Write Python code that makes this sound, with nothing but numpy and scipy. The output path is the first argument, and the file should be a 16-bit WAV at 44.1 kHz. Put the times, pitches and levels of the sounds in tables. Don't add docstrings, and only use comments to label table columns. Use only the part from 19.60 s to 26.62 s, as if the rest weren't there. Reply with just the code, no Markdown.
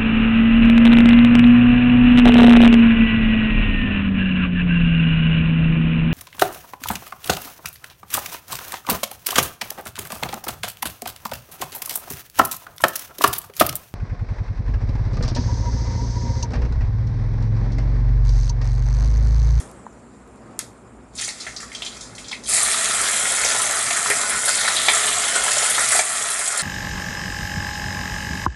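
import sys
import numpy as np
from scipy import signal
from scipy.fft import rfft, irfft
from scipy.io import wavfile
from scipy.ndimage import uniform_filter1d

SR = 44100
rng = np.random.default_rng(int(sys.argv[2]) if len(sys.argv) > 2 else 0)


def transcribe(signal):
    frames = np.atleast_2d(signal).T
    limited = np.clip(frames, -1, 1)
    pcm = np.round(limited * 32767).astype(np.int16)
    wavfile.write(sys.argv[1], SR, pcm)


def volts_from_decibels(level):
    exponent = np.asarray(level, float) / 20
    return 10 ** exponent


N = 309582
TIME = np.arange(N) / SR

# t/s, peak level/dB, centre f/Hz
HIGH_SPITS = [(2.89, -8, 10300), (3.031, -5.5, 9500), (3.8481, -2, 6370), (4.0178, -5, 9640),
              (4.3673, -12, 8000), (4.5, -3, 9800), (4.6965, -6.5, 10200), (4.8567, -6.5, 10300),
              (5.3363, -9, 7960), (5.4669, -6.5, 8800), (5.756, -4, 7950), (5.8377, -7, 8200),
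              (5.9824, -5, 7600), (6.0982, -3.5, 10100), (6.2876, -4, 9750), (6.3202, -4, 9300),
              (6.357, -4, 10200), (6.39, -4, 7100), (6.7014, -2.5, 10100), (6.793, -4, 8900),
              (6.8764, -1.5, 8560), (6.9749, -2.5, 8800)]


def evened(x):
    return x / np.sqrt(np.mean(x ** 2) + 1e-20)


def read(points, hz):
    f, value = np.transpose(points)
    return np.interp(np.log(hz + 1), np.log(f + 1), value)


def level_over_time(points):
    return volts_from_decibels(np.interp(TIME, *np.transpose(points)))


def add(mix, s, sound):
    part = mix[round(s * SR):][:len(sound)]
    part += sound[:len(part)]


def coloured(x, gain):
    hz = abs(np.fft.fftfreq(8192, 1 / SR))
    log_gain = np.log(np.maximum(gain(hz), 1e-5))
    taps = np.fft.ifft(np.exp(np.conj(signal.hilbert(log_gain)))).real[:4096]
    return signal.oaconvolve(x, taps)[:len(x)]


def resonate(x, hz, width):
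    turn = np.exp(2j * np.pi * np.cumsum(hz * np.ones(len(x))) / SR)
    r = np.exp(-np.pi * width / SR)
    return 2 * (turn * signal.lfilter([(1 - r) ** 2], [1, -2 * r, r * r], x / turn)).real


def bubbles(per_s, spread_db, wash, patchy_db, gust_db):
    size = volts_from_decibels(spread_db * np.minimum(rng.exponential(1, N), 4)) * (rng.random(N) < per_s / SR)
    burst = np.sqrt(signal.lfilter([1], [1, -.93], size ** 2))
    frames = dict(nperseg=256, noverlap=192)
    z = signal.stft((evened(burst) + wash) * rng.standard_normal(N), **frames)[2]
    chance = rng.standard_normal(z.shape[::-1]).T
    patches = evened(uniform_filter1d(uniform_filter1d(chance, size=4, axis=0), size=24, axis=1))
    gusts = evened(signal.lfilter([1], [1, -.9], chance[0]))
    return signal.istft(z * volts_from_decibels(patchy_db * patches + gust_db * gusts), **frames)[1][:N]


def kitchen(x):
    # f/Hz, t60/s
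    decay = [(400, 0.26), (1500, 0.2), (4000, 0.29), (10000, 0.29)]
    hz, t, z = signal.stft(rng.standard_normal((3, SR // 3)), SR, nperseg=128)
    tails = signal.istft(z * volts_from_decibels(-60 * t / read(decay, hz)[:, None]), SR, nperseg=128)[1]
    tails = tails * np.clip(np.arange(tails.shape[1]) / SR / 0.0004 - .6, 0, 1)
    turns = np.sqrt(2 / 3) * np.cos(2 * np.pi * (.9 * TIME + np.arange(3)[:, None] / 6))
    return signal.oaconvolve(x * turns, tails / np.linalg.norm(tails[0]), axes=1).sum(0)[:N]


def fan():
    # f/Hz, spectral level/(dB per Hz)
    air_colour = [(15, -36), (25, -37), (44, -5), (67, -4.5), (81, -23), (106, -5.5), (145, -11.5),
                  (228, -6), (293, -14), (353, -9.5), (1010, -17.5), (1240, -18), (3500, -39.5),
                  (4550, -65), (7700, -120)]
    # t/s, level/dB
    draught = [(0, 6.5), (.2, 0.5), (.45, -2), (.9, 2.5), (1.2, -1), (1.6, -2.5), (2.6, 1.5), (7.02, 1)]
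    # f/Hz, width/Hz, level/dB
    hum_modes = [(58.6, 8, -59), (118.3, 9.8, -59), (249, 84, -53), (2270, 440, -74), (7200, 300, -80),
                 (9400, 300, -81), (2450, 250, -77)]
    # f/Hz, spectral level/(dB per Hz)
    gas_colour = [(1650, -40), (2800, -53), (3110, -17.5), (3330, -20), (3790, -7), (3980, -8),
                  (6290, -9.5), (7340, 3), (7910, -5), (8050, -2), (9630, -8), (10800, -13), (12300, -33),
                  (15900, -59), (22000, -120)]
    # t/s, level/dB
    gas_level = [(0.3, -62), (0.612, -62.5), (0.894, -62), (1.52, -64.5)]
    air = evened(coloured(bubbles(0, 0, 1, 0.99, 0.76), lambda hz: volts_from_decibels(read(air_colour, hz))))
    gas = evened(coloured(bubbles(0, 0, 1, 2.2, 0.62), lambda hz: volts_from_decibels(read(gas_colour, hz))))
    hum = np.zeros(N)
    for hz, width, db in hum_modes:
        hum += volts_from_decibels(db) * evened(resonate(rng.standard_normal(N), hz, width))
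    return volts_from_decibels(-46) * air * level_over_time(draught) + hum + gas * level_over_time(gas_level)


def small_sounds():
    # t/s, peak level/dB, f/Hz, t60/s
    knock = [(0.266, -20.5, 945, 0.014)]
    # t/s, f/Hz, level/dB
    squeak = [(.13, 8200, -70), (.17, 8150, -65), (.22, 8000, -62), (.245, 7700, -68), (.265, 6700, -65),
              (.285, 6200, -70), (.31, 6050, -71), (.335, 5400, -72)]
    out, t = np.zeros(N), np.arange(4000) / SR
    for s, db, hz, t60 in knock:
        add(out, s, volts_from_decibels(db - 60 * t / t60) * np.sin(2 * np.pi * hz * t) * np.minimum(t / 0.00055, 1))
    s, hz, db = np.transpose(squeak)
    whistle = evened(resonate(rng.standard_normal(N), np.interp(TIME, s, hz), 70))
    return out + whistle * volts_from_decibels(np.interp(TIME, s, db, -140, -140))


def pops():
    # t/s, peak level/dB, centre f/Hz
    lone = [(0.114, -35, 9100), (0.3274, -51, 7340), (0.6764, -48, 9000), (0.7594, -49, 8000),
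            (3.8432, -13, 9300)]
    # t/s, peak level/dB, centre f/Hz, length/cycles
    first_drop = (0.9912, -6.5, 8800, 1.3)
    under_hiss_db, usual_cycles = -8.5, 1.15
    out, t = np.zeros(N), np.arange(400) / SR
    drops = lone + [(s, db + under_hiss_db, hz) for s, db, hz in HIGH_SPITS]
    for s, db, hz, cycles in [(*row, usual_cycles) for row in drops] + [first_drop]:
        crack = volts_from_decibels(db + 5.0) * np.sin(2 * np.pi * hz * t) * np.exp(-(t * hz / cycles - .6) ** 2 * 3)
        add(out, s, crack)
        add(out, s + .0018, .6 * crack)


    return out


def gaps():
    # t/s, level/dB
    rushes = [
        (2.89, -30.5),
        (4.881, -26.5),
    ]
    start_hz, end_hz, glide_s, width_hz = 4780, 3200, .25, 1300
    rise_s, fade_db_per_s = 0.088, 6
    out, age = np.zeros(N), np.arange(2 * SR) / SR
    hz = end_hz + (start_hz - end_hz) * np.exp(-age / glide_s)
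    for s, db in rushes:
        noise, flutter = rng.standard_normal((2, len(age)))
        ragged = noise * volts_from_decibels(3.0 * evened(uniform_filter1d(flutter, size=600)))
        envelope = volts_from_decibels(db - fade_db_per_s * age) * np.minimum(age / rise_s, 1)
        add(out, s, envelope * evened(resonate(ragged, hz, width_hz)))
    return out


def spits():
    # t/s, peak level/dB, centre f/Hz
    first_slice = [(1.5524, -21.5, 7900), (1.5768, -20, 5200), (1.5847, -21.5, 3130), (1.6122, -13, 7600),
                   (1.62, -18, 2400), (1.637, -16, 5100), (1.68, -20, 2200), (1.6464, -14.5, 7700),
                   (1.6763, -14.5, 7900), (1.6888, -16.5, 5100), (1.7888, -43, 4730), (1.8044, -20, 5330),
                   (1.866, -15.5, 1850), (1.9632, -19.5, 5350), (2.0013, -26, 1880), (2.0294, -23, 1480),
                   (2.1171, -22.5, 2070), (2.1485, -20.5, 3400), (2.1487, -21, 6340), (2.2199, -12.5, 3030),
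                   (2.2624, -17, 3100), (2.3194, -30, 3950), (2.581, -24.5, 2720), (2.6434, -27.5, 3630),
                   (2.6827, -22, 5400), (2.713, -17, 3580), (2.726, -15.5, 2230), (2.8585, -21.5, 3560)]
    thin = [(1.8, -26, 6150), (1.8644, -30, 7020), (1.8896, -29.5, 6800), (1.9614, -38, 6800),
            (2.0025, -22.5, 6740), (2.1283, -28, 6270), (2.2238, -30, 6240), (2.2485, -20, 6560),
            (2.368, -32, 7200), (2.4094, -22.5, 6150), (2.444, -37, 6760), (2.5501, -28, 6900),
            (2.583, -26, 7540), (2.714, -27, 7570), (2.837, -24, 6460)]
    crowded = [(2.9779, -10, 1880), (3.2453, -17, 3200), (3.654, -10, 2080), (3.8343, -7, 1850),
               (3.9165, -13, 2110), (3.9986, -10.5, 1370), (4.3066, -8, 2220), (4.367, -14.5, 1620),
               (4.46, -10, 1400), (4.5017, -3.5, 1900), (4.7082, -10, 1790), (4.7438, -18, 1290),
               (4.8785, -6, 1490), (5.047, -9, 2060), (5.0782, -5, 1420), (5.1651, -6, 3260),
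               (5.2839, 2, 2100), (5.285, -2, 3280), (5.4941, -13, 1330), (5.5196, -13, 3000),
               (5.6396, -16, 3100), (5.7589, -11.5, 1480), (5.8808, -8.5, 1480), (6.1479, -12.5, 3100),
               (6.1796, -5.5, 1480), (6.2193, -9, 1700), (6.3219, -5, 1620), (6.35, -10, 2050),
               (6.393, -6, 2220), (6.996, -6, 1880)]
    dull = [(1.68, -28, 700), (1.866, -28, 700), (2.22, -23.5, 700), (2.714, -27, 990), (3.188, -16.5, 740),
            (3.851, -13, 608), (3.948, -14, 754), (4.307, -13, 742), (4.501, -12.5, 575),
            (4.877, -16.5, 690), (5.046, -13, 660), (5.282, -3.5, 920), (5.863, -13, 710),
            (6.022, -17, 670), (6.179, -12, 673), (6.349, -10, 685), (6.392, -5, 655)]
    lone_drops = [(0, -24, 9000), (0.0001, -33, 2000), (0.9915, -17, 8000), (0.9913, -22, 3200),
                  (0.9914, -23, 1200)]
    held = [(1.968, -23, 5000), (3.85, -10, 6000), (5.168, -18, 3600), (5.76, -9, 1480), (6.18, -14, 1700),
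            (6.992, -11.5, 4300)]
    # table, t60/s, width/octaves
    kinds = [(first_slice, 0.14, 0.71), (thin, 0.3, 1), (crowded, 0.12, 0.6), (HIGH_SPITS, 0.13, 0.43),
             (dull, .11, 0.73), (lone_drops, 0.12, 1.1), (held, 0.17, 0.16)]
    out, t = np.zeros(N), np.arange(6144) / SR
    hz = np.fft.rfftfreq(len(t), 1 / SR) + 1
    edges = 1 / (1 + (hz / 10500) ** 14) / (1 + (350 / hz) ** 4)
    for table, t60, octaves in kinds:
        for s, db, centre_hz in table:
            noise, flutter, bands = rng.standard_normal((3, len(t)))
            ragged = noise * volts_from_decibels(1.06 * evened(uniform_filter1d(flutter, size=90)))
            ripple = uniform_filter1d(uniform_filter1d(bands[:len(hz)], size=40), size=40)
            pocket = volts_from_decibels(2.5 * evened(ripple))
            shape = np.exp(-2 * (np.log2(hz / centre_hz) / octaves) ** 2) + .09
            puff = evened(irfft(rfft(ragged) * shape * pocket * edges))
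            snap = 1 + 0.57 * np.exp(-t / 0.0023)
            envelope = volts_from_decibels(db - 11.5 - 60 * t / t60) * snap * np.minimum(t / 0.00053, 1)
            add(out, s, envelope * puff)
    return out


def bowl_gain(hz):
    # f/Hz, width/Hz, level/dB
    modes = [(419.3, 34, 12.5), (656, 240, 1), (872, 51, 1.5), (1009, 13, 8), (1330, 125, 2), (1480, 21, 4),
             (1558, 100, -5.5), (1740, 43, 0.5), (1865, 174, 3.5), (2110, 52, 6), (2470, 110, 0),
             (2875, 360, -6.5), (3210, 100, 6.5), (3436, 73, 5), (3970, 320, 3), (3980, 2400, 1.5),
             (4990, 910, 2.5), (5600, 1250, -1.5), (7300, 120, 2), (8000, 210, -1.5)]
    return volts_from_decibels(sum(db / (1 + (2 * (hz - f) / width) ** 2) for f, width, db in modes))


def vigour(flash_db, boil_db, fine_flash, fine_boil, build_s, dries):
    # t/s, flash level/dB, boil level/dB, fineness/dB, drying/(dB per s)
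    slices = [(0.0, -54.5, -55, 8.5, 53), (1.598, -28.5, -46.5, -3, 4), (2.898, -29, -25.5, 10, 1),
              (2.94, -24.5, -47, 10.5, 9), (4.89, -24, -30.5, 6.5, -1.5), (6.3, -40, -28.5, 16, 6.5)]
    # t/s, flash level/dB, fineness/dB
    surges = [(1.82, -32.5, -21), (2.2, -40, -11), (2.37, -38, -17), (2.69, -39.5, -13), (3.6, -33, 14),
              (3.7, -37, 15), (3.89, -22.5, -1), (3.86, -29, -4), (5.19, -32, -23), (5.35, -32.5, 16),
              (5.6, -28, 3), (5.92, -22.5, 5), (6.04, -25, 7), (6.22, -28.5, 11.5), (6.66, -32, 2),
              (7.02, -22, -10)]
    slice_rise, surge_rise, fall = 510, 200, 127
    lead_s = 0.028
    t = TIME[::32]

    def flash(s, db, rise):
        slope_db = np.where(t < s, rise * (s - t), fall * (t - s))
        return volts_from_decibels(2 * (db + flash_db - slope_db))

    power = np.zeros(len(t))
    for s, db, fine_db in surges:
        power += flash(s, db + fine_flash * fine_db, surge_rise)
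    for s, first_db, level_db, fine_db, drying in slices:
        age = np.maximum(t - s + lead_s, 0)
        dried_db = dries * drying * age
        build = (1 - np.exp(-age / build_s)) ** 2
        power += volts_from_decibels(2 * (level_db + boil_db + fine_boil * fine_db - dried_db)) * build
        power += flash(s, first_db + fine_flash * fine_db, slice_rise)
    return np.interp(TIME, t, np.sqrt(power))


def sizzle():
    # f/Hz, spectral level/(dB per Hz)
    fizz = [(150, -45), (250, -22), (414, -15.5), (487, -11.5), (675, -0.5), (951, -8.5), (1320, 2.5),
            (2080, -3), (2740, -9), (3220, -14.5), (4920, -13), (7770, 1), (10600, -3.5), (11600, -16.5),
            (12300, -38), (15900, -135), (22000, -120)]
    sizes = [
        (-11.5, -0.33, 0.35, 0, .12, 1.06),
        (-0.6, -0.76, 0.11, 0, .03, 1.22),
        (-0.8, -0.55, 0.88, 0.52, 0.015, 1.36),
    ]
    splits = [0, 2600, 6000, SR / 2]
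    swarms = [bubbles(1200, 3.0, 1.1, 1.5, .9), bubbles(700, 3.2, .9, 1.8, .9), bubbles(700, 3, 1.1, 1.6, .7)]
    shared = bubbles(200, 3.5, .6, 1.5, 1.2)
    out = np.zeros(N)
    for swarm, size, lo, hi in zip(swarms, sizes, splits[:-1], splits[1:]):
        def band(hz):
            return volts_from_decibels(read(fizz, hz)) / np.sqrt((1 + (lo / (hz + 1)) ** 12) * (1 + (hz / hi) ** 12))
        out += vigour(*size) * evened(coloured(swarm + 0.37 * shared, band))
    return out


def scene():
    oil = volts_from_decibels(-2.0) * coloured(sizzle() + spits(), bowl_gain) + gaps()
    cracks = pops()
    quiet = small_sounds() + fan()
    reflections = kitchen(volts_from_decibels(-7.0) * oil + volts_from_decibels(-14.0) * cracks)
    return (oil + cracks + quiet + reflections)[None]


def low_pass(x):
    return signal.sosfilt(signal.butter(12, 12410, fs=SR, output="sos"), x)


def record(dry):
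    # t/s, level/dB
    gain = [(0, 0.5), (6.39, -0.5), (6.43, -5), (7.02, -5.5)]
    x = np.tanh(dry * level_over_time(gain) / .95) * .95
    x = signal.lfilter(*signal.butter(4, 47, "high", fs=SR), x)
    x = signal.oaconvolve(x, signal.firwin(255, 12300, window=("kaiser", 8), fs=SR)[None], "same")
    return low_pass(x)


dry = scene()
out = record(dry)
transcribe(out)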